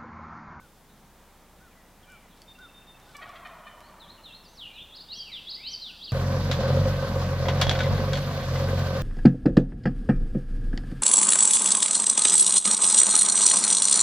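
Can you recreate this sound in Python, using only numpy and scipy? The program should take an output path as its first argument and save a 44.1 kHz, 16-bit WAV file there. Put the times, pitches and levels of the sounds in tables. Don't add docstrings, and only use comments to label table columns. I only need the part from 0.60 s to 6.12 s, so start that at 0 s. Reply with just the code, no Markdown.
import sys
import numpy as np
from scipy import signal
from scipy.fft import rfft, irfft, next_fast_len
from scipy.io import wavfile
from scipy.ndimage import uniform_filter1d

SR = 44100
rng = np.random.default_rng(int(sys.argv[2]) if len(sys.argv) > 2 else 0)


def persist_wave(psi):
    counts = np.round(np.clip(psi, -1, 1) * 32767).astype(np.int16)
    wavfile.write(sys.argv[1], SR, np.atleast_2d(counts).T)


N = 243431
TIME = np.arange(N) / SR
FREQ = np.maximum(np.fft.rfftfreq(N, 1 / SR), 1)


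def undb(db):
    return 10 ** (np.asarray(db) / 20)


def unit(x):
    return x / np.sqrt(np.mean(x ** 2) + 1e-20)


def add(out, start, x):
    at = int(start * SR) + np.arange(len(x))
    inside = (at >= 0) & (at < N)
    out[at[inside]] += x[inside]


def walk(size, rate):
    at = np.arange(size) * rate / SR
    count = int(at[-1]) + 2
    return 1.2 * np.interp(at, np.arange(count), rng.standard_normal(count))


def colour(points):
    hz, db = np.transpose(points)
    return undb(np.interp(np.log(FREQ), np.log(hz), db))


def resonate(x, modes, tilt_db=0):
    size = next_fast_len(len(x) + 512)
    f = np.maximum(np.fft.rfftfreq(size, 1 / SR), 1)
    power = 0
    for hz, width, db in modes:
        detuning = (f * f - hz * hz) / (f * width * 2)
        power = power + undb(2 * db) / (1 + detuning ** 2) ** 2
    tilt = undb(tilt_db * np.log2(np.maximum(f / 1100, 1)))
    return irfft(rfft(x, size) * np.sqrt(power) * tilt, size)[:len(x)]


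def syllable(length, hz0, hz1, rough, bright_db, beak_hz, beak_db=1):
    # (frequency [Hz], width [Hz], level [dB])
    throat = [(686, 220, -5), (1104, 510, 6.5), (1800, 120, -1.5), (2190, 320, 2.5), (3160, 460, -5),
              (4200, 640, -13)]
    jitter, flutter_db, rasp = 0.065, 5, .9
    size = int(length * SR)
    hz = np.linspace(hz0, hz1, size) * (1 + jitter * rough * walk(size, 535))
    phase = 2 * np.pi * np.cumsum(hz) / SR
    shift = rng.uniform(0, 2 * np.pi, (7, 1))
    harmonics = np.cos(np.outer(np.arange(1, 8), phase) + shift)
    tone = unit(harmonics.sum(0))
    turbulence = rng.standard_normal(size) * (1 + np.cos(phase))
    source = tone * undb(flutter_db * rough * walk(size, 337)) + rasp * rough * turbulence
    voice = resonate(source * signal.windows.tukey(size, .8), throat, bright_db)
    beak = resonate(voice, [(beak_hz, 260, 0)])
    return unit(voice + undb(beak_db) * beak)


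def yelps():
    # (start [s], length [s], middle pitch [Hz], level [dB], roughness [0-1], beak resonance [Hz])
    notes = [(2.542, 0.03, 580, -47.5, 0.27, 2170), (2.609, .04, 618, -45, 0.57, 1830),
             (2.682, .033, 573.6, -50.5, 0.47, 1160), (2.747, .034, 654, -51, 0.62, 3300),
             (2.843, 0.037, 609.3, -45.5, 0.54, 1960), (3.06, 0.033, 596.4, -48, 0.35, 1770)]
    rise, bright_db = 0.049, 3
    out = np.zeros(N)
    for start, length, hz, db, rough, beak_hz in notes:
        glide = hz * rise / 2
        add(out, start, undb(db) * syllable(length, hz - glide, hz + glide, rough, bright_db, beak_hz))
    return out


def rattle():
    # (time [s], low note [Hz], high note [Hz], level [dB])
    course = [(2.571, 573, 750, -51.5), (2.65, 571, 720, -51.5), (2.82, 553, 703.7, -54.5),
              (2.959, 500.4, 649, -55.5), (3.2, 487, 602.5, -60), (3.6, 454, 534.5, -63)]
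    notes_per_s, slowing_s = 36, 1.5
    note_s, sag, scatter = 0.044, .035, 0.019
    rough, bright_db, beak_db = 0.57, -1.5, 6
    out = np.zeros(N)
    s, low, high, level = np.transpose(course)
    start, is_low = s[0], True
    while start < s[-1]:
        hz = np.interp(start, s, low if is_low else high)
        hz = hz * (1 + scatter * rng.standard_normal())
        beak_hz = 2 * hz if is_low else hz
        note = syllable(note_s, hz, hz * (1 - sag), rough, bright_db, beak_hz, beak_db)
        add(out, start, undb(np.interp(start, s, level)) * note)
        start += (1 + (start - s[0]) / slowing_s) / notes_per_s
        is_low = not is_low
    return out


def turkey():
    return yelps() + rattle()


def whistle(points, waver=0.0033, shimmer_db=2.0):
    s, hz, db = np.transpose(points)
    t = np.arange(s[0], s[-1] + 0.0021, 1 / SR)
    pitch = uniform_filter1d(np.interp(t, s, hz), size=260)
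    pitch = pitch * (1 + waver * walk(len(t), 405.2))
    edges = np.clip(np.minimum(t - t[0], t[-1] - t) / 0.0022, 0, 1)
    level = undb(np.interp(t, s, db) + shimmer_db * walk(len(t), 203.6))
    return edges * level * np.sin(2 * np.pi * np.cumsum(pitch) / SR)


def figures(shape, notes, waver):
    out = np.zeros(N)
    for start, length, top_hz, db in notes:
        add(out, start, undb(db) * whistle(np.array(shape) * [length, top_hz, 1], waver))
    return out


def slurs(notes, waver):
    end_drop_db = 10.5
    out, u = np.zeros(N), np.linspace(0, 1, 21)
    for start, length, hz0, hz_mid, hz1, db, loudest in notes:
        arc = np.polyfit([0, .5, 1], [hz0, hz_mid, hz1], 2)
        hz = np.polyval(arc, u)
        fade_db = end_drop_db * np.interp(u, [0, loudest, 1], [1, 0, 1])
        add(out, start, whistle(np.column_stack([u * length, hz, db - fade_db]), waver))
    return out


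def warble(waver=0.0063):
    # (share of length, share of top pitch, level [dB])
    dip = [(0, 1, -7), (.18, .85, -1), (.44, .71, -13), (.7, 0.97, 2), (.83, 1, -14), (1, 1, -11)]
    zigzag = [(0, .63, -11.5), (.17, .64, -4), (.35, .78, 0), (.5, 1, -1.5), (.6, .74, -0.5),
              (.71, .71, -8), (.87, .91, 2.5), (1, 0.97, -6)]
    arch = [(0, .6, -11), (.19, .65, -6), (.35, .75, -0.5), (.52, .92, -16), (.67, 0.99, -12.5),
            (.76, .9, -8.5), (.85, .77, -2.5), (.92, .745, 1.5), (1, 0.91, -17)]
    # (start [s], length [s], top pitch [Hz], level [dB])
    dips = [(3.396, .157, 4280, -50), (3.636, .164, 4300, -47)]
    zigzags = [(4.307, 0.12, 5210, -47), (4.856, 0.11, 5270, -39), (5.39, .122, 5030, -42.5)]
    arches = [(4.486, .134, 6044, -36.5), (5.036, .125, 6100, -34.5)]
    # (time [s], pitch [Hz], level [dB])
    swoop = [(3.88, 5790, -62), (3.925, 6710, -75), (3.965, 5417, -60.5), (3.982, 4300, -52),
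             (3.987, 4000, -48.5), (4.012, 3483, -45.5), (4.05, 2880, -49), (4.141, 2750, -59),
             (4.19, 3045, -50), (4.212, 3576, -44), (4.245, 3590, -52), (4.26, 3430, -66)]
    # (start [s], length [s], start pitch [Hz], middle pitch [Hz], end pitch [Hz],
    # level [dB], loudest at [share of length])
    plain_slurs = [(3.22, 0.071, 3900, 4300, 4500, -62, 0.31),
                   (3.835, 0.038, 5600, 4980, 4510, -52.5, 0.84),
                   (4.135, 0.085, 4120, 3560, 2500, -48.5, 0.67),
                   (4.716, .078, 4100, 3375, 2596, -36, 0.22), (5.212, 0.1, 4300, 3550, 2540, -37, 0.15)]
    out = figures(dip, dips, waver) + figures(zigzag, zigzags, waver)
    out += figures(arch, arches, waver) + slurs(plain_slurs, waver)
    add(out, swoop[0][0], whistle(swoop, waver))
    return out


def deep_singer():
    # (start [s], length [s], start pitch [Hz], middle pitch [Hz], end pitch [Hz],
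    # level before the lift in scene() [dB], loudest at [share of length])
    notes = [(3.572, 0.03, 3070, 2790, 2690, -54, 0.28), (3.65, .065, 3290, 2850, 2710, -51, 0.96),
             (4.004, 0.072, 3340, 2830, 2470, -44, 0.25), (4.04, .12, 3050, 2794, 2800, -57, 0.089),
             (4.10, 0.098, 2380, 2466, 2900, -48.5, 1), (4.513, 0.048, 3230, 2763, 3100, -44, 0.4),
             (4.55, 0.18, 3230, 3032, 1957, -42.5, .2), (4.962, .11, 1987, 2385, 3074, -45.5, 1),
             (5.06, 0.1, 2994, 3150, 3004, -41, 0.081), (5.47, 0.041, 3650, 2890, 2680, -42.5, .1)]
    return slurs(notes, waver=.01)


def hoots():
    # (start [s], level [dB])
    calls = [(-.015, -59), (0.998, -59.5), (1.474, -54.5), (1.979, -49.5), (2.461, -61), (5.281, -64)]
    # (time after its start [s], pitch [Hz], level [dB])
    course = [(0, 1440, -12), (.016, 1446, 2.5), (.034, 1545, 1), (.052, 1474, 1.5), (.072, 1415, 1.5),
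              (.094, 1290, -5)]
    out = np.zeros(N)
    for start, db in calls:
        add(out, start, undb(db) * whistle(course, waver=0.002, shimmer_db=1.2))
    return out


def chirps(rasp_depth=0.0684):
    # (start [s], length [s], start pitch [Hz], end pitch [Hz], level [dB], rasp [0-1])
    lone = [(0.281, 0.066, 4000, 3610, -71, 0.7), (1.101, 0.041, 2590, 2260, -69.5, 0.37),
            (1.144, 0.087, 2060, 1865, -67.5, 0.3), (1.425, 0.031, 3400, 3050, -64, 0.7),
            (1.444, 0.168, 2360, 2320, -63.5, 0.36), (1.474, 0.13, 3000, 2870, -67, 0.55),
            (1.613, 0.056, 2200, 1900, -69, .5), (1.7, 0.048, 3800, 3190, -66.5, .73),
            (3.028, 0.13, 3020, 3030, -61, 0.3)]
    # (start [s], level [dB])
    calls = [(1.871, -55), (2.005, -57), (2.135, -58.5), (2.263, -57.5)]
    # (time after the start [s], length [s],
    # start pitch [Hz], end pitch [Hz], level [dB], rasp [0-1])
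    pair = [(0, 0.064, 3660, 3585, 0.5, 0.13), (0.078, 0.0214, 2656, 2710, -4.5, 0.34)]
    notes = list(lone)
    for start, db in calls:
        for lag, length, hz0, hz1, note_db, rasp in pair:
            notes.append((start + lag, length, hz0, hz1, db + note_db, rasp))
    out = np.zeros(N)
    for start, length, hz0, hz1, db, rasp in notes:
        size = int(length * SR)
        hz = np.linspace(hz0, hz1, size) * (1 + rasp_depth * rasp * walk(size, 891))
        tone = np.sin(2 * np.pi * np.cumsum(hz) / SR)
        add(out, start, undb(db) * unit(signal.windows.tukey(size, .5) * tone))
    return out


def twigs(decay_s=0.00068, width_hz=1700, snap_db=-13):
    # (time [s], level [dB], centre [Hz])
    ticks = [(1.5005, -67, 5960), (1.52, -62, 7700), (1.8185, -54, 4520), (1.9886, -63, 4500),
             (2.3989, -63, 4530), (2.5674, -52.5, 6000), (2.692, -61.5, 5500), (2.8716, -63, 5500),
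             (3.205, -57.5, 2970)]
    out, t = np.zeros(N), np.arange(512) / SR
    for start, db, hz in ticks:
        burst = rng.standard_normal(len(t)) * np.exp(-t / decay_s) * np.minimum(t / 0.0029, 1)
        add(out, start, undb(db) * unit(resonate(burst, [(hz, width_hz, 0), (11000, 2500, snap_db)])))
    return out


def leaves(grain_db=3):
    # (start [s], length [s], level [dB])
    rustles = [(1.404, 0.24, -77), (1.736, 0.11, -69), (2.358, 0.32, -67)]
    out = np.zeros(N)
    for start, length, db in rustles:
        size = int(length * SR)
        grains = rng.standard_normal(size) * undb(grain_db * walk(size, 750)) * np.hanning(size)
        add(out, start, undb(db) * unit(resonate(grains, [(3800, 1320, 2), (7500, 3000, -9)])))
    return out


def woods(x, near_db, near_t60, far_db, far_t60, dull_hz):
    t = np.arange(2 * SR) / SR

    def scatter(t60, onset_s):
        echoes = rng.standard_normal(len(t)) * rng.exponential(size=len(t))
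        tail = echoes * np.exp(-np.log(1000) * t / t60) * (1 - np.exp(-t / onset_s))
        return signal.fftconvolve(x, tail / np.linalg.norm(tail))[:N]

    near = scatter(near_t60, 0.0011)
    dull = signal.butter(2, dull_hz, fs=SR, output="sos")
    deep = signal.sosfilt(dull, scatter(far_t60, 0.079))
    return x + undb(near_db) * near + undb(far_db) * deep


def hum():
    # (frequency [Hz], level [dB], waver [dB])
    tones = [(29.2, -62, .5), (59.3, -67.5, 3.5), (180, -74.5, 0.5), (243.6, -74.5, 2)]
    out = np.zeros(N)
    for hz, db, waver_db in tones:
        tone = np.sin(2 * np.pi * hz * TIME + 0.21 * walk(N, 3.85))
        out += undb(db) * unit(undb(waver_db * walk(N, 8.8)) * tone)
    return out


def air():
    # (frequency [Hz], relative level per Hz [dB])
    spectrum = [(44, -16), (75, -1), (117, -3.5), (171, -1.5), (209, -1), (234, -5), (447, -8), (522, -7.5),
                (638, -8), (834, -6.5), (1520, -13), (2660, -18.5), (3640, -18.5), (4160, -22),
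                (15500, -26)]
    # (frequency [Hz], level [dB])
    width = [(60, -13.5), (250, -16), (1000, -21), (2500, -16), (5000, -6.5), (9000, -3), (15000, -3.5)]
    # (time [s], level [dB])
    swell = [(0, -2.5), (.6, 0), (1.1, -0.2), (2.0, 0.5), (2.5, 2.5), (4.0, -0.5), (4.7, -1), (5.5, -2)]
    mid, side = (irfft(rfft(rng.standard_normal(N)) * colour(spectrum), N) for _ in range(2))
    side = irfft(rfft(unit(side)) * colour(width), N)
    mid = unit(mid)
    swell_gain = undb(np.interp(TIME, *np.transpose(swell)))
    for band_hz in [(100, 133), (500, 3300)]:
        sos = signal.butter(2, band_hz, "band", fs=SR, output="sos")
        mid = mid + signal.sosfiltfilt(sos, mid) * (swell_gain - 1)
    return undb(-56) * np.array([mid + side, mid - side])


def scene():
    gobble = woods(turkey(), near_db=-3.5, near_t60=0.91, far_db=0.5, far_t60=1.97, dull_hz=1220)
    warbler = woods(undb(2.5) * warble(), near_db=-3, near_t60=0.48, far_db=-9.0, far_t60=2.1, dull_hz=5570)
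    singer = woods(undb(0.5) * deep_singer(), near_db=-1.0, near_t60=0.31, far_db=-4.0, far_t60=0.67,
                   dull_hz=4000)
    caller = woods(hoots(), near_db=-25, near_t60=0.23, far_db=-12, far_t60=1.0, dull_hz=3000)
    small_birds = woods(chirps(), near_db=-8, near_t60=0.28, far_db=-5.5, far_t60=0.96, dull_hz=4013)
    ticks = woods(twigs(), near_db=-6.5, near_t60=0.11, far_db=-4.5, far_t60=0.85, dull_hz=4940)
    return gobble + warbler + singer + caller + small_birds + ticks + leaves() + hum() + air()


def record(dry):
    return signal.sosfilt(signal.ellip(10, .1, 70, 15800, fs=SR, output="sos"), dry)


dry = scene()
out = record(dry)
persist_wave(out)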